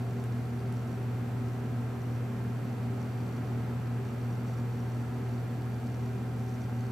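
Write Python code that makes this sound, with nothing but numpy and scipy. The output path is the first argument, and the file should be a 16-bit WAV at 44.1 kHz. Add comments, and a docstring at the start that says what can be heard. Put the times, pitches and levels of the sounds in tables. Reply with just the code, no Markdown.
"""A laptop's cooling fan runs steadily on a desk in a small room: turbulent air rushes through the vent
under a few wavering rotor tones. The hard disk chatters faintly as its arm excites the resonances of
its case, and plastic ticks a few times. Nearby motors hum and beat against the mains hum.
A hand-held tape camcorder adds the fine periodic buzz of its head drum and a soft hiss."""
import sys
import numpy as np
from scipy import signal
from scipy.fft import rfft, irfft
from scipy.io import wavfile
from scipy.ndimage import uniform_filter1d

SR = 44100
rng = np.random.default_rng(int(sys.argv[2]) if len(sys.argv) > 2 else 0)


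def unload_wav(signal):
    """Save mono or channel-first audio to the path in sys.argv[1] as 16-bit WAV at rate SR, clipped to [-1, 1]."""
    wavfile.write(
        sys.argv[1],
        SR,
        np.round(np.clip(np.atleast_2d(signal).T, -1, 1) * 32767).astype(np.int16),
    )


N = 304731
TIME = np.arange(N) / SR
FREQS = np.fft.rfftfreq(N, 1 / SR)
MAINS_HZ, TOP_HZ = 59.995, 15700

# Two groups of modes of the disk's case. Each row: frequency in Hz, bandwidth in Hz, relative gain in dB.
LOWER_CASE_MODES = [(2780, 310, -10), (3900, 300, -12), (4460, 260, 3), (4620, 220, 3)]
UPPER_CASE_MODES = [(5330, 140, -9), (5690, 160, 0), (6030, 180, -6.5), (6430, 260, -11.5),
                    (7440, 150, -11)]


def undb(db):
    """Amplitude ratio of a level in decibels."""
    return 10 ** (np.asarray(db) / 20)


def stereo(mid, side):
    """Left and right are the sum and the difference of mid and side."""
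    return np.array([mid + side, mid - side])


def curve(table):
    """Linear interpolation in time between rows of seconds and value."""
    return np.interp(TIME, *np.transpose(table))


def spectrum(table, hz):
    """Mid and side gains, interpolated in dB over log frequency."""
    points, *columns = np.transpose(table)
    return undb([np.interp(np.log(np.maximum(hz, 1)), np.log(points), db) for db in columns])


def noise(table):
    """Uncorrelated mid and side noise, filtered to a given spectral density."""
    return irfft(rfft(rng.standard_normal((2, N))) * spectrum(table, FREQS), N) * np.sqrt(SR / 2)


def resonate(x, modes):
    """Modal superposition: damped resonators respond in parallel to one force."""
    size = x.shape[-1]
    f = np.fft.rfftfreq(size, 1 / SR)
    response = sum(undb(db) * 1j * f * width / (hz ** 2 - f ** 2 + 1j * f * width)
                   for hz, width, db in modes)
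    return irfft(rfft(x) * response, size)


def waver(rate_hz, size=2048):
    """Low-pass noise of unit variance: a smooth random fluctuation."""
    hz = np.fft.rfftfreq(size, N / SR / size)
    x = irfft(rfft(rng.standard_normal(size)) * np.exp(-(hz / rate_hz) ** 2))
    return np.interp(TIME, np.linspace(0, N / SR, size), (x - x.mean()) / x.std())


def tone(hz, db, side_db):
    """A sinusoid of given rms level; room reflections shift its phase between the channels."""
    phase = 2 * np.pi * (np.cumsum(hz) / SR + rng.random())
    return np.sqrt(2) * undb(db) * stereo(np.sin(phase), undb(side_db) * np.cos(phase))


def head_drum(turn_hz=149.85, scrape_turns=0.09, second_head_turns=.42, second_db=-2., size=4096):
    """Periodic friction: two heads brush the tape on every turn, giving a harmonic buzz."""
    # Envelope of the harmonics. Each row: frequency in Hz, mid level in dB, side level in dB.
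    buzz = [(1000, -84, -92), (3480, -84.5, -82), (4900, -87.5, -106), (6940, -100, -105),
            (8200, -91.5, -102), (9900, -100, -101), (10900, -94, -84), (12600, -90.5, -104),
            (13750, -83.5, -115), (14450, -93, -125), (15500, -101, -135)]
    # Prominent harmonics. Each row: harmonic number, mid level in dB, side level in dB.
    strong_harmonics = [(2, -74, -77), (3, -70, -74), (4, -72, -78), (6, -70, -77), (12, -79, -83),
                        (14, -71, -91), (16, -72, -82), (20, -90, -79), (22, -90, -82), (36, -84, -93),
                        (38, -81, -87), (40, -85, -93), (42, -87, -97), (50, -85, -92), (52, -85, -101),
                        (54, -81, -94), (62, -86, -84), (86, -81, -100), (88, -83, -114)]
    turn = np.arange(size) / size
    second_contact = undb(second_db) * np.exp(-((turn - second_head_turns) % 1) / scrape_turns)
    contact = np.exp(-turn / scrape_turns) + second_contact
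    scrape = rfft(contact * rng.standard_normal((2, size)))
    harmonic = np.arange(size // 2 + 1)
    gain = spectrum(buzz, harmonic * turn_hz)
    for k, mid_db, side_db in strong_harmonics:
        gain[:, int(round(k))] = undb([mid_db, side_db])
    gain *= (harmonic > 1) & (harmonic * turn_hz < TOP_HZ)
    cycles = irfft(gain * scrape / abs(scrape)) * size / np.sqrt(2)  # the scrape sets only the phases
    return stereo(*(np.interp(TIME * turn_hz % 1, turn, cycle) for cycle in cycles))


def distant_machines(waver_db=-1.6, drift=0.00055):
    """Slow modulation of pitch and level makes the weaker motor tones throb."""
    # Each row: frequency in Hz, level in dB, side relative to mid in dB.
    hum_tones = [(54.1, -68, -27), (80.2, -54.5, -20), (104.2, -53, -26), (135.9, -54, -29),
                 (155.9, -59, -22), (172.5, -62, -20), (200.2, -52, -17), (255.8, -56.5, -22)]
    return sum(tone(hz * (1 + drift * waver(0.43)), db + waver_db * waver(1.0), side_db)
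               for hz, db, side_db in hum_tones)


def iron_hum(phase, hum_db, octave_db, side_db):
    """Magnetic force pulls iron twice per cycle; a phase-locked octave flattens the crests."""
    wave = np.sqrt(2) * (undb(hum_db) * np.exp(2j * phase) - undb(octave_db) * np.exp(4j * phase))
    return stereo(wave.real, undb(side_db) * wave.imag)


def mains_hum(waver_db=0.4):
    """Forced vibration at twice the mains frequency gives the strongest hum."""
    hum = iron_hum(2 * np.pi * MAINS_HZ * TIME, hum_db=-34.5, octave_db=-45.5, side_db=-20.5)
    return hum * undb(waver_db * waver(4.1))


def induction_motor(motor_hz=58.589, in_phase_s=.364):
    """Beats: the motor slips just behind the mains, so their hums reinforce and oppose in turn."""
    slip_cycles = (MAINS_HZ - motor_hz) * (TIME - in_phase_s)
    phase = 2 * np.pi * (MAINS_HZ * TIME - slip_cycles)
    return iron_hum(phase, hum_db=-50.5, octave_db=-47.8, side_db=-19.)


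def plastic_ticks(tail_s=0.005, tail_db=-27.0):
    """Impulse response: a blunt snap with a faint noisy tail excites heavily damped modes of plastic."""
    # Each row: start in seconds, relative level in dB.
    snaps = [(.2402, -27.5), (.7254, -30.5), (.7425, -38), (.823, -39)]
    # Each row: frequency in Hz, bandwidth in Hz, gain in dB.
    plastic_modes = [(2500, 700, 7), (3800, 900, -3), (5200, 1600, -3), (7900, 1500, 5), (9800, 1400, 3)]
    force = np.zeros((2, N))
    for start, db in snaps:
        age = np.maximum(TIME - start, 0)
        tail = (age > 0) * undb(db + tail_db) * np.exp(-age / tail_s)
        force += tail * rng.standard_normal((2, N)) * [[1], [.5]]  # mid, side
        force[0, int(start * SR)] += undb(db)
    blunt = uniform_filter1d(uniform_filter1d(force, size=2), size=2)
    return stereo(*resonate(blunt, plastic_modes))


def disk_activity(idle_db=-76.5, ramp_s=0.031):
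    """Incoherent addition: the powers of idling and of each spell of work sum to the arm's envelope."""
    # Spells of reading or writing. Each row: start in seconds, length in seconds, relative level in dB.
    spells = [(0.1, 0.17, -71), (.72, .24, -69.5), (1.44, 0.12, -71), (2., 0.17, -75), (2.64, 0.12, -71),
              (3.2, .3, -75), (4.03, 0.28, -76), (4.46, 0.15, -70), (4.723, 0.3, -74), (5.21, .15, -74),
              (5.828, 0.31, -71), (6.37, .28, -69), (6.717, .17, -72)]
    power = undb(idle_db) ** 2
    for start, length, db in spells:
        inside_s = np.minimum(TIME - start, start + length - TIME)
        power = power + undb(db) ** 2 * np.clip(.5 + inside_s / ramp_s, 0, 1)
    return np.sqrt(power)


def disk_chatter(moves_per_s=190, spread_db=1.5, upper_db=-1.5, lower_db=-2.5, side_db=-15.0):
    """Shot noise: short random moves of the arm ring the case, whose upper modes follow the work."""
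    # Envelope of the lower modes. Each row: time in seconds, relative level in dB.
    lower_levels = [(0, -70), (.55, -71), (1.2, -76), (2.45, -83), (2.65, -68), (2.95, -71.5), (3.25, -70),
                    (3.6, -70), (3.95, -75), (4.15, -71), (6.91, -72.5)]
    moves = rng.random(N) < moves_per_s / SR
    impulses = moves * undb(spread_db * rng.uniform(-1, 1, (2, N))) * rng.choice([-1, 1], (2, N))
    lower = resonate(impulses, LOWER_CASE_MODES)
    lower = lower / lower.std() * undb(curve(lower_levels) + lower_db)
    upper = resonate(impulses, UPPER_CASE_MODES)
    upper = upper / upper.std() * disk_activity() * undb(upper_db)
    mid, side = lower + upper
    return stereo(mid, undb(side_db) * side)


def disk_seeks(push_s=.0012, averaging_s=.004, push_hz=5200, push_width_hz=2400, size=1024):
    """Transient excitation: each longer move of the arm rings the case with a brief, rough push."""
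    # Each row: start in seconds, level of the upper modes in dB, level of the lower modes in dB.
    seeks = [(0.1961, -62, -66), (0.3222, -63, -72), (.503, -72, -63), (0.5915, -69, -65),
             (0.6017, -74, -62), (0.7687, -67, -67), (0.9265, -65, -65), (1.4839, -63, -64),
             (2.016, -63, -68), (2.6985, -64, -65), (3.0148, -58, -67), (3.0267, -62, -63),
             (3.121, -72, -62), (3.2016, -75, -63), (3.2631, -65, -61), (3.2876, -68, -62),
             (3.3245, -63, -70), (3.3651, -65, -62), (3.47, -64, -65), (3.8697, -63, -66),
             (4.048, -64, -63), (4.0867, -65, -70), (4.2136, -65, -63), (4.3047, -63, -66),
             (4.3254, -60, -68), (4.3535, -65, -64), (4.4892, -66, -67), (4.5391, -61, -62),
             (4.584, -62, -65), (4.5971, -63, -63), (4.7906, -64, -68), (4.8001, -62, -71),
             (4.9199, -60, -69), (5.337, -72, -63), (5.379, -69, -62), (5.621, -70, -62),
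             (5.7425, -67, -63), (5.8691, -61, -64), (5.9437, -59.5, -62), (6.0339, -65, -66),
             (6.4625, -61, -68), (6.4908, -63, -59), (6.5402, -63, -66), (6.606, -62, -72),
             (6.6181, -62, -63), (6.6383, -65, -62), (6.7902, -68, -64), (6.8066, -62, -60),
             (6.865, -66, -62)]
    out = np.zeros(N + size)
    age = np.arange(size) / SR
    bursts = age * np.exp(-age / push_s) * rng.standard_normal((len(seeks), size))
    pushes = resonate(bursts, [(push_hz, push_width_hz, 0)])
    for (start, upper_db, lower_db), push in zip(seeks, pushes):
        first = int(start * SR)
        for modes, db in ((UPPER_CASE_MODES, upper_db), (LOWER_CASE_MODES, lower_db)):
            knock = resonate(push, modes)
            out[first:first + size] += undb(db) * knock * np.sqrt(averaging_s * SR / np.sum(knock ** 2))
    return out[:N]


def vent_airflow(gain_db=-0.36, swell_db=0.46, width_hz=17, lift_db=0.84, pan_db=-2.0, pan_hz=1100):
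    """Turbulence gives broadband noise, which whirs in narrow resonances of the vent and the room."""
    # Each row: frequency in Hz, relative mid and side spectral densities in dB.
    turbulence = [(24.6, -95, -100), (59, -75.5, -90), (107, -66, -87.5), (246, -65.5, -90),
                  (315, -72.5, -81), (362, -74, -84), (446, -73.5, -81.5), (568, -80.5, -88),
                  (640, -78, -89), (846, -81.5, -89), (1210, -85, -91.5), (1297, -81.5, -92.5),
                  (1440, -85.5, -91.5), (2160, -91.5, -96), (2640, -93, -99), (2990, -97, -101.5),
                  (9400, -125, -125)]
    # Each row: frequency in Hz, height of the peak in multiples of lift_db.
    resonances = [(280, 2), (445, 1.5), (472, 2.5), (562, 4), (640, 2), (695, 3.5), (788, 1.5), (855, 3),
                  (888, 4), (985, 3), (1067, 5), (1155, 3.5), (1260, 3), (1320, 2), (1367, 3), (1435, 4.5),
                  (1562, 4), (1740, 2), (1855, 3), (2160, 2)]
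    rush = stereo(*noise(turbulence))
    peaks = sum(height * np.exp(-((FREQS - hz) / width_hz) ** 2) for hz, height in resonances)
    treble = FREQS ** 2 / (FREQS ** 2 + pan_hz ** 2)
    pan = undb(np.array([[.5], [-.5]]) * pan_db * treble)  # the treble lies slightly to the right
    whir = irfft(rfft(rush) * undb(lift_db * peaks) * pan, N)
    return whir * undb(gain_db + swell_db * waver(0.61))


def fan_tones(low_hz=391.4, rest_db=-57.5, swell_s=0.094, wander=0.0008, flutter=0.0011, waver_db=1.5):
    """Tonal rotor noise: all pitches follow the wandering speed, and turbulence shakes each on its own."""
    # Swells of the lower main tone. Each row: time of the crest in seconds, level in dB.
    swells = [(.17, -48.5), (.65, -49), (1., -49), (1.4, -49.5), (1.61, -50), (1.95, -50), (2.37, -49.5),
              (2.92, -48.5), (3.2, -52), (3.55, -50), (4.05, -47.5), (4.35, -54), (4.82, -52), (5.25, -49),
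              (5.7, -51.5), (6.1, -48.5), (6.45, -51), (6.88, -51)]
    # The higher main tone, growing near the end. Each row: time in seconds, frequency in Hz, level in dB.
    whine = [(0, 752, -58.3), (1.5, 754.5, -58.3), (2.8, 754, -58.8), (3.3, 751.5, -57.5),
             (4.5, 752.5, -59.5), (5.4, 752.5, -57.5), (5.7, 755, -57.3), (6.91, 755, -55)]
    # Tones of the fan and its housing. Each row: frequency in Hz, level in dB, side relative to mid in dB.
    weak_tones = [(344.2, -62, -12), (351, -61.5, -19), (375.6, -63, -12), (425.3, -70, 9), (456, -74, 12),
                  (480, -66, -19), (526, -65, -21), (701, -68.5, -22), (769, -70, -18), (852, -68, -20),
                  (1062, -75, -12), (1320, -74, -9), (1592, -69, -9), (1677, -71.5, -17), (1955, -73, -6),
                  (4330, -83, -12)]
    speed = 1 + wander * waver(0.936)
    rest = undb(rest_db)
    throb = rest + sum((undb(db) - rest) * np.exp(-((TIME - crest) / swell_s) ** 2)
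                       for crest, db in swells)
    whine_hz, whine_db = (curve(np.array(whine)[:, [0, k]]) for k in (1, 2))
    partials = [(low_hz, 20 * np.log10(throb), -11), (whine_hz, whine_db, -14)]
    partials += [(hz, db + waver_db * waver(3.1), side_db) for hz, db, side_db in weak_tones]
    return sum(tone(hz * (speed + flutter * waver(9.4)), db, side_db) for hz, db, side_db in partials)


def scene():
    """Superposition: the pressures from the motors, the laptop and the head drum add."""
    hum = mains_hum() + induction_motor() + distant_machines()
    laptop = fan_tones() + vent_airflow() + disk_chatter() + disk_seeks()
    return hum + laptop + head_drum() + plastic_ticks()


def record(dry):
    """The microphone's self-noise adds hiss, and a steep low-pass filter limits the bandwidth."""
    # Each row: frequency in Hz, mid and side spectral densities in dB.
    hiss = [(2000, -106, -110), (4500, -103, -107), (5170, -105, -110), (7550, -104.5, -108),
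            (10000, -109, -110.5), (11900, -108.6, -115), (13100, -107, -128), (14400, -113.8, -132),
            (15600, -119, -140)]
    low_pass = signal.ellip(10, .1, 80, TOP_HZ, fs=SR, output="sos")
    return signal.sosfilt(low_pass, dry + stereo(*noise(hiss)))


dry = scene()
out = record(dry)
unload_wav(out)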